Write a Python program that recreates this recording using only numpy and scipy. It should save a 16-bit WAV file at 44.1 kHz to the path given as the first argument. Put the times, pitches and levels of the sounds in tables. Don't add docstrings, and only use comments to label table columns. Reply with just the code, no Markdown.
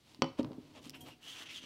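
import sys
import numpy as np
from scipy import signal
from scipy.fft import rfft, irfft, next_fast_len
from scipy.io import wavfile

SR = 44100
rng = np.random.default_rng(int(sys.argv[2]) if len(sys.argv) > 2 else 0)


def file_out(sig):
    cols = np.atleast_2d(sig).T
    lim = np.clip(cols, -1, 1)
    pcm = np.round(lim * 32767).astype(np.int16)
    wavfile.write(sys.argv[1], SR, pcm)


N = 72765

# (time [s], level [dB])
CLACKS = [(0.2212, -1.5), (.2428, -18.5)]
# (frequency [Hz], level [dB])
CLACK_SPECTRUM = [(50, -22), (120, -2.5), (200, 7), (900, 4.5), (1700, -14), (3100, -3.5), (3900, -10),
                  (4550, -9), (5900, -9.5), (6800, -26.5), (8100, -24), (15000, -93)]
# (frequency [Hz], level [dB], T60 [s])
CLACK_MODES = [(115.1, -17.5, 0.68), (158, -6, 0.17), (260, 3, 0.15), (332, -9, 0.25), (416, -11.5, 0.17),
               (541, -4.5, 0.19), (752, -9.5, 0.13), (830, -9.5, 0.083), (963, -10.5, 0.11),
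               (1041, -6, 0.075), (1226, -8, 0.08), (1465, -16, 0.12), (2207, -18, 0.098),
               (3010, -12.5, 0.17), (3220, -3, 0.036), (4420, -8, 0.046)]
def ruler_clacks():
    out = np.zeros(N)
    for time, db in CLACKS:
        impact = amp(9) * coloured(contact(chatter_db=-3, t60=0.017), CLACK_SPECTRUM)
        ringing = amp(-28) * damped_modes(CLACK_MODES, scatter_db=1.5)
        out += at(time, amp(db) * (impact + ringing))
    return low_cut(dispersed(out), hz=108)


def dispersed(x, corner_hz=880):
    pole = np.exp(-2 * np.pi * corner_hz / SR)
    return signal.lfilter([-pole, 1], [1, -pole], x)


# (time [s], level [dB], tilt [dB/octave])
TICKS = [(0.147, -21, 0.5), (.2428, -8.5, -10.5), (.396, -16, -1), (0.4308, -20, 0.5), (0.4466, -14, -7),
         (.472, -30.5, -6), (0.519, -23, -7), (0.532, -23.5, -5)]
# (frequency [Hz], level [dB])
TICK_SPECTRUM = [(200, -42), (900, -9), (1700, -18.5), (2900, -9.5), (5100, -8), (7000, -22), (15500, -30)]
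def ruler_ticks():
    return sum(at(time, amp(db) * coloured(contact(chatter_db=-1, t60=0.015), TICK_SPECTRUM, tilt))
               for time, db, tilt in TICKS)


# (time [s], level [dB])
SNAPS = [(.8961, -17.5), (0.9047, -25)]
# (frequency [Hz], level [dB])
SNAP_SPECTRUM = [(1200, -22), (2800, -4), (4000, -6), (5200, 0), (6600, -10), (15500, -16)]
def ruler_snaps():
    return sum(at(time, amp(db) * coloured(contact(chatter_db=1, t60=0.011), SNAP_SPECTRUM))
               for time, db in SNAPS)


# (time [s], level [dB], rise time [s])
BRUSHES = [(.94, -63, 0.015), (1.006, -58.5, 0.0019), (1.066, -62, 0.019)]
# (frequency [Hz], level [dB], T60 [s])
STEEL_MODES = [(735, -0.5, 0.54), (944, -3.5, 0.38), (2848, -6, 0.49), (3220, 3, 0.21), (5523, -26, 0.35)]
SHIMMER_HZ = [5650, 6250, 6900, 7574, 7817, 8452, 9071, 9367, 9787, 10500, 11300, 11773, 12050, 12985,
              13910, 15000]
def ruler_ring(shimmer_db=-3, shimmer_t60=0.17):
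    t = ring_clock()
    modes = list(STEEL_MODES) + [(hz, shimmer_db, shimmer_t60) for hz in SHIMMER_HZ]
    out = np.zeros(N)
    for time, brush_db, rise in BRUSHES:
        ringing = sum(amp(db) * decay(t60) * fluttering_partial(hz) for hz, db, t60 in modes)
        out += at(time, amp(brush_db) * np.minimum(t / rise, 1) * ringing)
    return out


def fluttering_partial(hz, depth=0.6, relative_bandwidth=0.008):
    t = ring_clock()
    noise = rng.standard_normal((2, 2 * len(t)))
    drift = high_cut(noise, relative_bandwidth * hz)[:, len(t):]
    in_phase, quadrature = depth * unit(drift) / np.sqrt(2)
    phase = 2 * np.pi * (hz * t + rng.random())
    return (1 - depth + in_phase) * np.cos(phase) + quadrature * np.sin(phase)


# (time [s], level [dB], contact time [s])
THUMPS = [(0.191, -41, 0.0026), (0.3911, -25.5, 0.0019), (0.3948, -23, 0.0012), (0.432, -35, 0.00096),
          (0.4475, -35, 0.001), (0.5086, -34.5, 0.0012), (0.582, -35, 0.0022), (.864, -41.5, 0.0019),
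          (1.638, -49, 0.00034)]
# (frequency [Hz], level [dB], T60 [s])
BENCH_MODES = [(153, -27.5, 0.13), (254.6, -8, 0.19), (291, -1, 0.054), (411, -10, 0.09),
               (544, -3.5, 0.036), (870, -24, 0.094), (930, -14, 0.11), (1184, -10, 0.11)]
def bench_thumps():
    out = np.zeros(N)
    for time, db, duration in THUMPS:
        force = np.sin(np.pi * np.minimum(ring_clock() / duration, 1))
        response = damped_modes(BENCH_MODES, scatter_db=2.5)
        out += at(time, amp(db) * signal.fftconvolve(response, force / force.sum()))
    return low_cut(out, hz=151)


# (start [s], end [s], rise time [s],
# level [dB], starting pitch [Hz], final pitch [Hz], rasp bandwidth [Hz], grain tilt [dB/octave])
SCRAPES = [(0.928, 0.952, 0.019, -51, 2780, 2747, 718, -9),
           (1.094, 1.13, 0.016, -59.5, 2780, 2793, 300, -1.5),
           (1.205, 1.335, 0.086, -49.5, 2913, 3190, 510, 3.5),
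           (1.335, 1.432, 0.025, -50, 2850, 3075, 660, 2), (1.456, 1.475, 0.0017, -51, 3086, 2990, 600, -2),
           (1.483, 1.503, 0.016, -46.5, 2650, 2716, 930, -3),
           (1.505, 1.537, 0.0023, -50.5, 2262, 2820, 496, 1.5),
           (1.542, 1.585, 0.0031, -48, 3600, 3105, 497, 0.5),
           (1.601, 1.658, 0.032, -51, 3035, 3025, 453, -1)]
# (frequency [Hz], level [dB])
SCRAPE_SPECTRUM = [(500, -32), (1400, -11), (2200, -4.5), (3150, 1.5), (4300, -5.5), (5800, -9.5),
                   (7200, -12.5), (10000, -19), (15500, -28.5)]
CATCHES = [1.501, 1.515, 1.548, 1.578]
def rasping_scrapes(release_s=0.015):
    t = clock()
    out = np.zeros(N)
    for start, end, rise, db, start_hz, end_hz, width_hz, tilt in SCRAPES:
        pitch_hz = np.interp(t, [start, end], [start_hz, end_hz])
        squeak = rasp(pitch_hz, width_hz) + amp(-13) * rasp(2 * pitch_hz, width_hz)
        friction = unit(coloured(grains(), SCRAPE_SPECTRUM, tilt))
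        attack = np.clip((t - start) / rise, 0, 1)
        release = np.exp(-np.maximum(t - end, 0) / release_s)
        out += amp(db) * attack * release * (amp(-2.5) * squeak + amp(-4) * friction)
    for time in CATCHES:
        out += at(time, amp(-28) * coloured(contact(chatter_db=1, t60=0.011), SCRAPE_SPECTRUM))
    return out


def rasp(pitch_hz, width_hz):
    in_phase, quadrature = high_cut([grains(), grains()], width_hz / 2)
    phase = 2 * np.pi * np.cumsum(pitch_hz) / SR
    return unit(in_phase * np.cos(phase) + quadrature * np.sin(phase))


# (time [s], level [dB])
RUB_LEVELS = [(1.19, -77.5), (1.27, -61), (1.33, -63.5), (1.42, -54), (1.45, -63), (1.65, -72.5)]
# (frequency [Hz], level [dB])
RUB_SPECTRUM = [(100, -38), (300, -3), (700, -2), (1400, -1), (2000, 0.5), (6000, -69)]
def leather_rub():
    sliding = clock() > RUB_LEVELS[0][0]
    return sliding * envelope(RUB_LEVELS) * unit(coloured(grains(), RUB_SPECTRUM))


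# (centre time [s], standard deviation [s], level [dB], tilt [dB/octave])
SCUFFS = [(0.11, 0.043, -65, 3.5), (0.397, 0.011, -46.5, -1), (0.69, 0.076, -68, 1.5),
          (0.772, 0.021, -56, 0.5), (0.856, 0.022, -55, 4.5), (1.012, 0.012, -63.5, 5),
          (1.081, 0.022, -54, 0.5)]
# (frequency [Hz], level [dB])
SCUFF_SPECTRUM = [(200, -14), (500, 4), (950, 4), (1700, -6.5), (3000, -1), (4000, -7), (9000, -20.5),
                  (15500, -36.5)]
def scuffs():
    out = np.zeros(N)
    for centre, width, db, tilt in SCUFFS:
        swell = np.exp(-0.5 * ((clock() - centre) / width) ** 2)
        out += amp(db) * swell * unit(coloured(grains(), SCUFF_SPECTRUM, tilt))
    return out


# (time [s], level [dB])
RUMBLE_LEVELS = [(0, -77), (.26, -58.5), (.37, -63.5), (.45, -45), (.55, -52.5), (.66, -62), (.86, -60),
                 (1.09, -56.5), (1.19, -72), (1.3, -67.5), (1.62, -63.5), (1.645, -58.5)]
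# (frequency [Hz], level [dB])
RUMBLE_SPECTRUM = [(25, -38), (45, -21.5), (75, -6), (150, -2.5), (200, -11.5), (260, 2.5), (400, -9.5),
                   (1500, -31), (5000, -54)]
def bench_rumble():
    return envelope(RUMBLE_LEVELS) * unit(coloured(rng.standard_normal(N), RUMBLE_SPECTRUM))


# (frequency [Hz], T60 [s])
ROOM_T60 = [(120, 0.21), (600, 0.34), (3000, 0.38), (10000, 0.39)]
def reverberation(x, dull_hz=3600, delay_s=0.0037):
    hz, t, spectra = signal.stft(rng.standard_normal(SR // 2), SR, nperseg=256)
    damping = np.exp(-np.log(1000) * t / log_interp(ROOM_T60, hz)[:, None])
    _, tail = signal.istft(spectra * damping, SR, nperseg=256)
    dull = signal.lfilter(*signal.butter(1, dull_hz, fs=SR), x)
    return at(delay_s, signal.fftconvolve(dull, tail / np.linalg.norm(tail)))


# (frequency [Hz], level [dB])
AMBIENT_SPECTRUM = [(25, -10.5), (180, 0), (700, -19), (1600, -19.5), (4200, -15), (7000, -24.5),
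                    (15500, -31.5)]
def ambient_noise():
    return amp(-69) * unit(coloured(rng.standard_normal(N), AMBIENT_SPECTRUM))


def damped_modes(modes, scatter_db):
    t = ring_clock()
    return sum(amp(db + scatter_db * rng.normal()) * decay(t60) * np.sin(2 * np.pi * hz * t)
               for hz, db, t60 in modes)


def contact(chatter_db, t60):
    x = low_cut(rng.standard_normal(len(ring_clock())) * decay(t60), hz=600)
    x *= amp(chatter_db) / np.linalg.norm(x)
    x[0] += 1
    return x


def grains(slips_per_s=6000, spread_db=0.5):
    slips = rng.random(N) < slips_per_s / SR
    return slips * rng.standard_normal(N) * amp(-spread_db * rng.standard_normal(N))


def coloured(x, spectrum, tilt=0):
    size = 8192
    hz = np.fft.rfftfreq(size, 1 / SR)
    octaves = np.log2(np.maximum(hz, 400) / 3000)
    cepstrum = irfft(np.log(amp(log_interp(spectrum, hz) + tilt * octaves)))
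    cepstrum[1:size // 2] *= 2
    cepstrum[size // 2 + 1:] = 0
    response = irfft(np.exp(rfft(cepstrum)))
    return signal.fftconvolve(x, response)[:len(x)]


def low_cut(x, hz):
    return signal.sosfilt(signal.butter(2, hz, "highpass", fs=SR, output="sos"), x)


def high_cut(x, hz):
    return signal.sosfilt(signal.butter(2, hz, fs=SR, output="sos"), x)


def log_interp(points, hz):
    frequencies, values = np.transpose(points)
    return np.interp(np.log(hz + 1), np.log(frequencies + 1), values)


def envelope(levels):
    return amp(np.interp(clock(), *np.transpose(levels)))


def decay(t60):
    return np.exp(-np.log(1000) * ring_clock() / t60)


def at(time, x):
    return np.pad(x, (max(round(time * SR), 0), N))[:N]


def amp(db):
    return 10 ** (np.asarray(db) / 20)


def unit(x):
    return x / np.sqrt(np.mean(x ** 2) + 1e-20)


def clock():
    return np.arange(N) / SR


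def ring_clock():
    return np.arange(SR // 3) / SR


def scene():
    ruler = ruler_clacks() + ruler_ticks() + ruler_snaps() + ruler_ring()
    direct = ruler + bench_thumps() + rasping_scrapes() + leather_rub() + scuffs() + bench_rumble()
    return (direct + amp(-12.5) * reverberation(direct) + ambient_noise())[None]


def record(dry, top_hz=15800):
    size = 2 * next_fast_len(N)
    passband = np.fft.rfftfreq(size, 1 / SR) < top_hz
    return irfft(rfft(dry, size) * passband, size)[:, :N]


dry = scene()
out = record(dry)
file_out(out)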